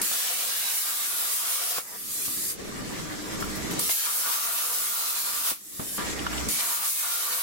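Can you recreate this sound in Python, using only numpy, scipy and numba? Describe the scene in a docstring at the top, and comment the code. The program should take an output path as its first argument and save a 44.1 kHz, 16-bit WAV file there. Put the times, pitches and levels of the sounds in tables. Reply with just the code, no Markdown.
"""A hand torch cuts a square steel tube three times in a garage, in three stretches joined end to end.
Compressed air hisses as shaped noise; the arc adds hiss and roar and blows the tube's resonances.
Puffs of noise make valve spits, arc snaps, bright puffs and knocks on the tube.
Behind lie an airy hiss, a hollow mid-band noise, a rumble with rough fan tones and a low hum.
Left and right noises are unrelated; the recorder's gain control ducks everything while it is loud."""
import sys
import numpy as np
from scipy import signal
from scipy.io import wavfile
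from scipy.ndimage import uniform_filter1d, map_coordinates
from numba import njit

SR = 44100
rng = np.random.default_rng(int(sys.argv[2]) if len(sys.argv) > 2 else 0)


def to_wav(s):
    """Save 16-bit WAV."""
    ch = np.atleast_2d(s).T  # columns
    pcm = np.round(np.clip(ch, -1, 1) * 32767)  # PCM
    wavfile.write(sys.argv[1], SR, pcm.astype(np.int16))


N = 327222


def torch():
    """The whole torch: air jet, arc hiss and roar, and the tube blown by the arc."""
    return air_flow() + arc_hiss() + roar() + blown_tube()


# Spectrum of the air without the arc: f/Hz, relative level per Hz/dB
FLOW_COLOUR = [(710, -49), (1200, -11), (1320, -10), (1460, -18), (1750, -11.5), (2590, -13), (10700, -1),
               (16000, -6)]


def air_flow():
    """Turbulent air from the nozzle, as noise that follows the flow."""
    flow = noise(FLOW_COLOUR, gust_db=0.5, patchy_db=1.0, rate=20, streak_db=6.0)
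    return unit(flow, 9000, 15500) * flowing()


# Spectrum of the hiss while the arc burns: f/Hz, relative level per Hz/dB
HISS_COLOUR = [(410, -53), (700, -42), (1540, -22), (2190, -45), (3640, -10), (10700, 3), (16000, 1)]


def arc_hiss():
    """Bright hiss of the air jet while the arc burns."""
    hiss = noise(HISS_COLOUR, gust_db=1.26, patchy_db=0.44, rate=20, streak_db=4.5)
    return unit(hiss, 9000, 15500) * cutting(column=1)


# Spectrum of the arc roar and of the air splashing: f/Hz, relative level per Hz/dB
ROAR_COLOUR = [(150, -57), (400, -9), (900, -2), (2000, 2), (4000, 4.5), (7000, 1.5), (10000, 0.5),
               (16000, -16)]


def roar():
    """The arc roars in the kerf; before the strike the same noise is air splashing on the steel."""
    rush = noise(ROAR_COLOUR, gust_db=1.4, patchy_db=0.9, rate=24, streak_db=4.5)
    return unit(rush, 2000, 7000) * (cutting(column=2) + splashing())


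# Main resonances of the steel tube: f/Hz, width/Hz, relative level/dB
TUBE = [(976, 68, 4.5), (1180, 98, 13), (1327, 32, 4), (1394, 21, 3.5), (1760, 110, -14)]
# Lowest resonances of the steel tube: f/Hz, width/Hz, relative level/dB
TUBE_LOW = [(513, 36, 4.5), (702, 42, 8.5)]


def blown_tube():
    """The arc's noise drives the resonances of the steel tube."""
    blow = noise([(100, 0), (5000, 0)], gust_db=-2.0, patchy_db=0.9, rate=22, streak_db=3.3)
    main_ring = unit(ring(blow, TUBE), 850, 1550) * cutting(column=3)
    low_ring = unit(ring(blow, TUBE_LOW), 460, 760) * cutting(column=4)
    return main_ring + low_ring


# The arc from strike to break: t/s, hiss level/dB in 9-15.5 kHz, then level over the hiss/dB of
# the roar, the tube ring and the low tube ring; all before the falters
CUTS = [
    [(0.115, -15.5, -2, -14, -22), (0.37, -12.5, -2, -20, -14), (0.65, -11, -2.5, -24, -25.5),
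     (0.84, -8, -7, -13.5, -31), (1.14, -11, -5.5, -12.5, -23), (1.5, -5.5, -5.5, -13.5, -28.5),
     (1.72, -5.5, -6.5, -15, -14), (1.78, -9, -5, -10, -17)],
    [(3.893, -1.5, -12, -29, -34), (4.02, -2.5, -6.5, -33, -43), (4.06, -1, -5, -8, -49),
     (4.13, -7, -6, -14, -28), (4.18, -3, -10, -11.5, -20), (4.33, -3.5, -6.5, -5.5, -25.5),
     (4.46, -3, -7, -10, -22), (5.42, -11, -6.5, -11, -26.5), (5.507, -2.5, -5, -12, -27)],
    [(6.585, -13, -7.5, -9.5, -17.5), (6.86, -4.5, -7, -8, -30), (6.93, -3.5, -11, -32, -36),
     (7.05, -5, -6, -9, -28), (7.42, -7, -8, -12.5, -20.5)],
]
# The arc falters, dipping or lifting briefly: t/s, level change/dB
FALTERS = [(1.44, -1), (1.55, 0.5), (1.68, -2), (1.75, -0.5), (4.04, -2), (4.12, 1), (5.24, -3),
           (5.33, -2.5), (5.44, -4), (6.81, -3.5), (6.96, -1)]
ARC_RISE_S, ARC_T60_S = 0.026, 0.17  # fade-in at the strike; 60 dB decay after the break
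FALTER_S = 0.022  # standard deviation of each bell-shaped falter


def cutting(column):
    """Gain of one part of the arc: silent before the strike, dying away after the break."""
    t, gain = np.arange(N) / SR, np.zeros(N)
    for rows in map(np.array, CUTS):
        strike, arc_break = rows[0, 0], rows[-1, 0]
        level = rows[:, 1] + (rows[:, column] if column > 1 else 0)
        decay_db = 60 * np.maximum(t - arc_break, 0) / ARC_T60_S
        rise = np.clip((t - strike) / ARC_RISE_S, 0, 1)
        gain += undb(np.interp(t, rows[:, 0], level) - decay_db) * rise
    falter_db = sum(db * np.exp(-.5 * ((t - s) / FALTER_S) ** 2) for s, db in FALTERS)
    return uniform_filter1d(gain, size=88) * undb(falter_db)


FLOW_DB = -24.5  # settled flow in 9-15.5 kHz
FLOW_START_DB, FLOW_RISE_S = -19.5, 0.038  # pressure builds after the valve opens
FLOW_SURGE_DB, FLOW_SURGE_S = 12, 0.42  # the hose gives more at first


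def flowing():
    """Gain of the air: from each valve spit, surging at first, to the end of that stretch."""
    t, gain = np.arange(N) / SR, np.zeros(N)
    ends = [row[0] for row in STRETCHES[1:]] + [2 * N / SR]  # the last flow runs past the end
    for (s, *_), end, (_, _, _, fade_s, _) in zip(SPITS, ends, STRETCHES):
        since = np.abs(t - s)
        build_db = FLOW_START_DB * np.exp(-since / FLOW_RISE_S)
        surge_db = FLOW_SURGE_DB * np.exp(-since / FLOW_SURGE_S)
        fade = np.clip((end - t) / fade_s, 0, 1) ** 2
        gain += undb(FLOW_DB + build_db + surge_db) * (t >= s) * fade
    return gain


def splashing():
    """Gain of the air splashing on the steel from valve to strike, growing with the pressure."""
    t, gain = np.arange(N) / SR, np.zeros(N)
    for (s, _, _, splash_db), cut in zip(SPITS, CUTS):
        build_db = FLOW_START_DB * np.exp(-np.abs(t - s) / FLOW_RISE_S)
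        gain += undb(splash_db + build_db) * (t >= s) * (t < cut[0][0] + ARC_RISE_S)
    return gain


# The arc snaps as it strikes and thumps as it breaks: t/s, peak level/dB, centre f/Hz
SNAPS = [(0.112, -8.5, 900), (1.78, -1, 450), (3.891, -5, 1100), (5.513, -2, 350), (6.585, -14, 1000)]


def arc_snaps():
    """Broad puffs of noise as the arc strikes and breaks."""
    return place([(s, undb(db) * burst(chance(), hz, 1.8 * hz, rise_s=0.0025, t60_s=0.041))
                  for s, db, hz in SNAPS])


# Valve spits as the air opens: t/s, peak level/dB, centre f/Hz,
# full-pressure level/dB in 2-7 kHz of the air splashing on the steel before the strike
SPITS = [(0.0152, -12.5, 9300, -24), (3.7924, -14.5, 9110, -26.5), (6.486, -19, 7260, -20.5)]


def valve_spits():
    """Short bright puffs as the valve lets the air out."""
    return place([(s, undb(db) * burst(chance(), hz, 0.27 * hz, rise_s=0.0039, t60_s=0.022))
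                  for s, db, hz, _ in SPITS])


# Soft bright puffs of treble: t/s, peak level/dB
BRIGHT_PUFFS = [(2.25, -12.5), (3.33, -43.5), (3.4, -30), (3.44, -32.5), (3.485, -37), (3.55, -30),
                (3.705, -26.5), (3.75, -41)]


def bright_puffs():
    """Very broad puffs of noise with a soft onset."""
    return place([(s, undb(db) * burst(chance(), 10600.0, 24000.0, rise_s=0.0074, t60_s=0.12))
                  for s, db in BRIGHT_PUFFS])


# Knocks on the tube: t/s, then peak level/dB of thud, tube ring and tick
KNOCKS = [(2.279, -25.5, -26, -31), (2.372, -29.5, -40, -44), (2.647, -34, -38, -40),
          (3.424, -34, -23, -34), (3.73, -36, -46, -44), (3.796, -41, -23, -38), (5.794, -7, -18, -34),
          (5.994, -39.5, -36, -42), (6.19, -45, -35, -27), (6.265, -40, -19, -28), (6.329, -47, -29, -28.5),
          (6.377, -39, -47, -29.5)]


def knocks():
    """Each blow gives a low thud, a short ring of the tube and a tick, all from one burst of noise."""
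    hits = []
    for s, thud_db, ring_db, tick_db in KNOCKS:
        c = chance()
        tube = ring(burst(c, hz=1270.0, width_hz=1100.0, rise_s=0.0006, t60_s=0.016), TUBE)
        tube = tube / np.abs(tube.mean(axis=0)).max()
        # the blow shoves the frame once, less on the right
        push = 1.0 * (np.arange(c.shape[1]) < .003 * SR) * np.array([[1], [.3]])
        thud = burst(c + push, hz=194.0, width_hz=310.0, rise_s=0.0029, t60_s=0.23)
        tick = burst(c, hz=2900.0, width_hz=560.0, rise_s=0.002, t60_s=0.073)
        hits.append((s, undb(thud_db) * thud + undb(tick_db) * tick + undb(ring_db) * tube))
    return place(hits)


# Spectrum of the airy background hiss: f/Hz, relative level per Hz/dB
AIRY_COLOUR = [(900, -16), (1900, -8), (2500, -10.5), (6000, -10), (7800, -10), (8800, -14), (13000, -18),
               (16000, -39)]
# Spectrum of the hollow mid-band noise: f/Hz, relative level per Hz/dB
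HOLLOW_COLOUR = [(250, -36), (450, 0.5), (800, -2.5), (1400, -3.5), (2000, -2), (3000, -14.5),
                 (4500, -19.5)]
# The background hiss and mid band change level for a while:
# start t/s, end t/s, level change/dB of the airy hiss and of the hollow noise
BACKGROUND_LIFTS = [(0.0, .1, -1.5, 9), (1.8, 1.97, 0, 17.5), (2.587, 3.9, 0, 6.5), (5.97, 6.137, 3, 11),
                    (6.133, 6.3, 0, 9.5), (6.299, 6.41, 2, 10), (6.402, 6.56, 2.5, 8)]
AIRY_DB, HOLLOW_DB = -42, -51  # base levels in 2.5-8 kHz and 0.6-2.2 kHz (hollow without its resonances)


def garage_background():
    """Steady garage background: an airy hiss and a hollow mid-band noise with narrow resonances."""
    airy = noise(AIRY_COLOUR, gust_db=1.0, patchy_db=1.6, rate=35, streak_db=3.5)
    airy = unit(airy, 2500, 8000)
    hollow = noise(HOLLOW_COLOUR, gust_db=1.5, patchy_db=2.45, rate=25, streak_db=3.0)
    hollow = unit(hollow, 600, 2200)
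    narrow_modes = [(hz, 0.28 * width, db) for hz, width, db in TUBE]
    hollow = hollow + undb(-6.5) * unit(ring(hollow, narrow_modes), 600, 2200)
    t = np.arange(N) / SR
    lift_db = sum(np.outer(db, (t >= s) * (t < end)) for s, end, *db in BACKGROUND_LIFTS)
    airy_db, hollow_db = uniform_filter1d(1. * lift_db, size=800)
    return airy * undb(AIRY_DB + airy_db) + hollow * undb(HOLLOW_DB + hollow_db)


# Spectrum of the rumble: f/Hz, relative level per Hz/dB
RUMBLE_COLOUR = [(12, -41), (20, -12.5), (199, -3), (255, 1), (303, -1.5), (459, -4), (800, -16.5),
                 (1040, -25), (1760, -120)]
# Rough fan tones, filtered twice: f/Hz, width/Hz per pass, relative level/dB per pass
FAN = [(208, 40, -0.5), (302.3, 31, -0.5)]
RUMBLE_DB = -40.5  # base level of the rumble in 100-420 Hz, without the fan tones


def fan_rumble():
    """Gusting low noise, with noise through narrow resonances for the rough fan tones."""
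    rumble = unit(noise(RUMBLE_COLOUR, gust_db=3.0, patchy_db=2.5, rate=9, streak_db=0.5), 100, 420)
    fan = unit(ring(ring(rng.standard_normal((2, N)), FAN), FAN), 100, 420)
    return (rumble + undb(-3.0) * fan) * undb(RUMBLE_DB + stretch_db(column=4))


# The low hum swells twice, silent outside each swell: t/s, level/dB before the gains in hum()
HUM = [
    [(3.42, -62), (3.52, -48), (3.62, -48), (3.78, -62)],
    [(6.03, -47), (6.14, -47), (6.42, -38), (6.5, -48)],
]
HUM_HZ = 64.6  # centre of the wavering pitch


def hum():
    """A sine of wavering pitch, louder and just over a quarter cycle late on the right."""
    waver = np.repeat(rng.standard_normal(N // 2000 + 1), 2000)
    waver = uniform_filter1d(waver, size=2000)[:N]
    phase = 2 * np.pi * np.cumsum(HUM_HZ + 3.62 * waver) / SR
    tone = 2 * np.array([np.sin(phase), undb(4.5) * np.sin(phase - 1.8)])
    return undb(-1.5) * tone * curve(HUM, column=1)


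def undb(db):
    """Gain of a level in dB."""
    return 10 ** (np.asarray(db) / 20)


def curve(tables, column):
    """Gain along time from tables of dB points, silent outside them."""
    t, gain = np.arange(N) / SR, np.zeros(N)
    for rows in map(np.array, tables):
        inside = (t >= rows[0, 0]) * (t <= rows[-1, 0])
        gain += undb(np.interp(t, rows[:, 0], rows[:, column])) * inside
    return uniform_filter1d(gain, size=88)


def unit(x, lo_hz, hi_hz):
    """Scale so that the band lo-hi of the left-right mean has rms 1."""
    sos = signal.butter(4, [lo_hz, hi_hz], "bandpass", fs=SR, output="sos")
    band = signal.sosfilt(sos, x.mean(axis=0))
    return x / np.sqrt(np.mean(band ** 2))


@njit
def resonator(x, hz, width):
    """State-variable band-pass, gain 1 at the centre."""
    y, b, l = np.empty(len(x)), 0., 0.
    g, k = np.tan(np.pi * hz / SR), width / hz
    for i in range(len(x)):
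        v = (b + g * (x[i] - l)) / (1 + g * (g + k))
        b, l, y[i] = 2 * v - b, l + 2 * g * v, k * v
    return y


def ring(x, modes):
    """Both channels through parallel resonances, evened out for their widths."""
    return np.array([sum(undb(db) * resonator(c + 1e-18, 1. * hz, 1. * width) / np.sqrt(width)
                         for hz, width, db in modes) for c in x])


def noise(colour, gust_db, patchy_db, rate, streak_db):
    """Two unrelated coloured noises: all bands gust together, half octaves flicker, narrow streaks drift."""
    frame = 1024
    hop = frame // 4
    hz = np.arange(1, frame // 2 + 2) * SR / frame
    frames = 4 * N // frame + 8
    when = np.arange(frames) * frame / 4 / SR
    field = rng.standard_normal((200, 400))
    patch_grid = np.meshgrid(2 * np.log2(hz / hz[0]), rate * when, indexing="ij")
    patches = map_coordinates(field, patch_grid, order=1)
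    # narrow streaks of the noise rise and fall slowly in level
    streak_grid = np.meshgrid(hz / 60., 9. * when, indexing="ij")
    streaks = map_coordinates(field.T, streak_grid, order=1, mode="wrap")
    gusts = np.interp(rate * when, np.arange(field.shape[1]), field[-1])
    colour_hz, colour_db = np.array(colour).T
    shape = np.interp(np.log(hz), np.log(colour_hz), colour_db)
    gain = undb(shape[:, None] + patchy_db * patches + gust_db * gusts + streak_db * streaks)
    white = rng.standard_normal((2, (frames - 1) * hop))
    spectrum = signal.stft(white, nperseg=frame, noverlap=3 * hop)[2]
    return signal.istft(spectrum * gain, nperseg=frame, noverlap=3 * hop)[1][:, :N]


def chance():
    """A quarter second of white noise, unrelated left and right, to make one hit from."""
    return rng.standard_normal((2, SR // 4))


def burst(white, hz, width_hz, rise_s, t60_s):
    """A puff of band noise that rises and dies away; its left-right mean peaks at 1."""
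    t = np.arange(white.shape[1]) / SR
    envelope = (1 - np.exp(-t / rise_s)) * np.exp(-np.log(1000) * t / t60_s)
    puff = ring(white * envelope, [(hz, width_hz, 0)])
    return puff / np.abs(puff.mean(axis=0)).max()


def place(hits):
    """Lay hits (start in s, sound) along time."""
    out = np.zeros((2, N + SR))
    for s, sound in hits:
        out[:, int(s * SR):][:, :sound.shape[1]] += sound
    return out[:, :N]


def stretch_db(column):
    """One column of the stretches, held along time."""
    starts = [row[0] for row in STRETCHES]
    index = np.searchsorted(starts, np.arange(N) / SR, side="right") - 1
    return np.array(STRETCHES)[index, column]


def scene():
    """All sources; a faint, fast tremolo lies on the steady noises, though not on rumble or hum."""
    tremolo = 1 + 0.064 * np.sin(2 * np.pi * 187.5 * np.arange(N) / SR)
    steady = (torch() + garage_background()) * tremolo
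    hits = valve_spits() + bright_puffs() + arc_snaps() + knocks()
    return steady + fan_rumble() + hum() + hits


@njit
def follow(wanted_db, attack, settle, margin_db, climb_db):
    """Falls quickly to near the wanted gain, settles on it slowly, climbs back at a steady pace."""
    out, db = np.empty(len(wanted_db)), 0.
    for i in range(len(wanted_db)):
        over = db - wanted_db[i]
        if over > 0:
            db -= settle * over + attack * max(over - margin_db, 0.)
        else:
            db -= max(-climb_db, over)
        out[i] = db
    return out


# Three stretches of work joined end to end: start t/s, fade-in start level/dB, fade-in time/s,
# fade-out time of the air at the end/s (not used in the last), rumble level over its base level/dB
STRETCHES = [(0.0, 0, 1, 0.079, -2), (2.587, -5.5, 1.0, 0.0009, 1), (5.981, -1, 1, .001, 0)]
THRESHOLD_DB, RATIO = -30, 7.2  # gain control: level where ducking starts, compression ratio
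LISTEN_S, AHEAD_S = 0.02, 0.0014  # time it averages over, time it listens ahead
ATTACK_S, SETTLE_S, MARGIN_DB = 0.002, 0.066, 1  # within the margin only the slow settling acts
CLIMB_DB_PER_S = 37


def record(dry):
    """Gain control ducks everything when loud, afresh in each stretch; the top is cut steeply."""
    out = []
    parts = np.split(dry, [int(row[0] * SR) for row in STRETCHES[1:]], axis=1)
    for (_, in_db, in_s, *_), part in zip(STRETCHES, parts):
        t = np.arange(part.shape[1]) / SR
        keep = np.exp(-1 / (LISTEN_S * SR))
        power = signal.lfilter([1 - keep], [1, -keep], np.mean(part ** 2, axis=0))
        heard_db = 10 * np.log10(power + 1e-12)
        wanted_db = -(1 - 1 / RATIO) * np.maximum(heard_db - THRESHOLD_DB, 0)
        gain_db = follow(wanted_db, 1 / (ATTACK_S * SR), 1 / (SETTLE_S * SR),
                         1. * MARGIN_DB, CLIMB_DB_PER_S / SR)
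        gain_db = np.interp(t + AHEAD_S, t, gain_db)
        fade_db = in_db * np.clip(1 - t / in_s, 0, 1)
        out.append(part * undb(gain_db + fade_db))
    top_cut = signal.ellip(12, .3, 90, 15850, fs=SR, output="sos")
    return signal.sosfilt(top_cut, np.hstack(out))


dry = scene()
out = record(dry)
to_wav(out)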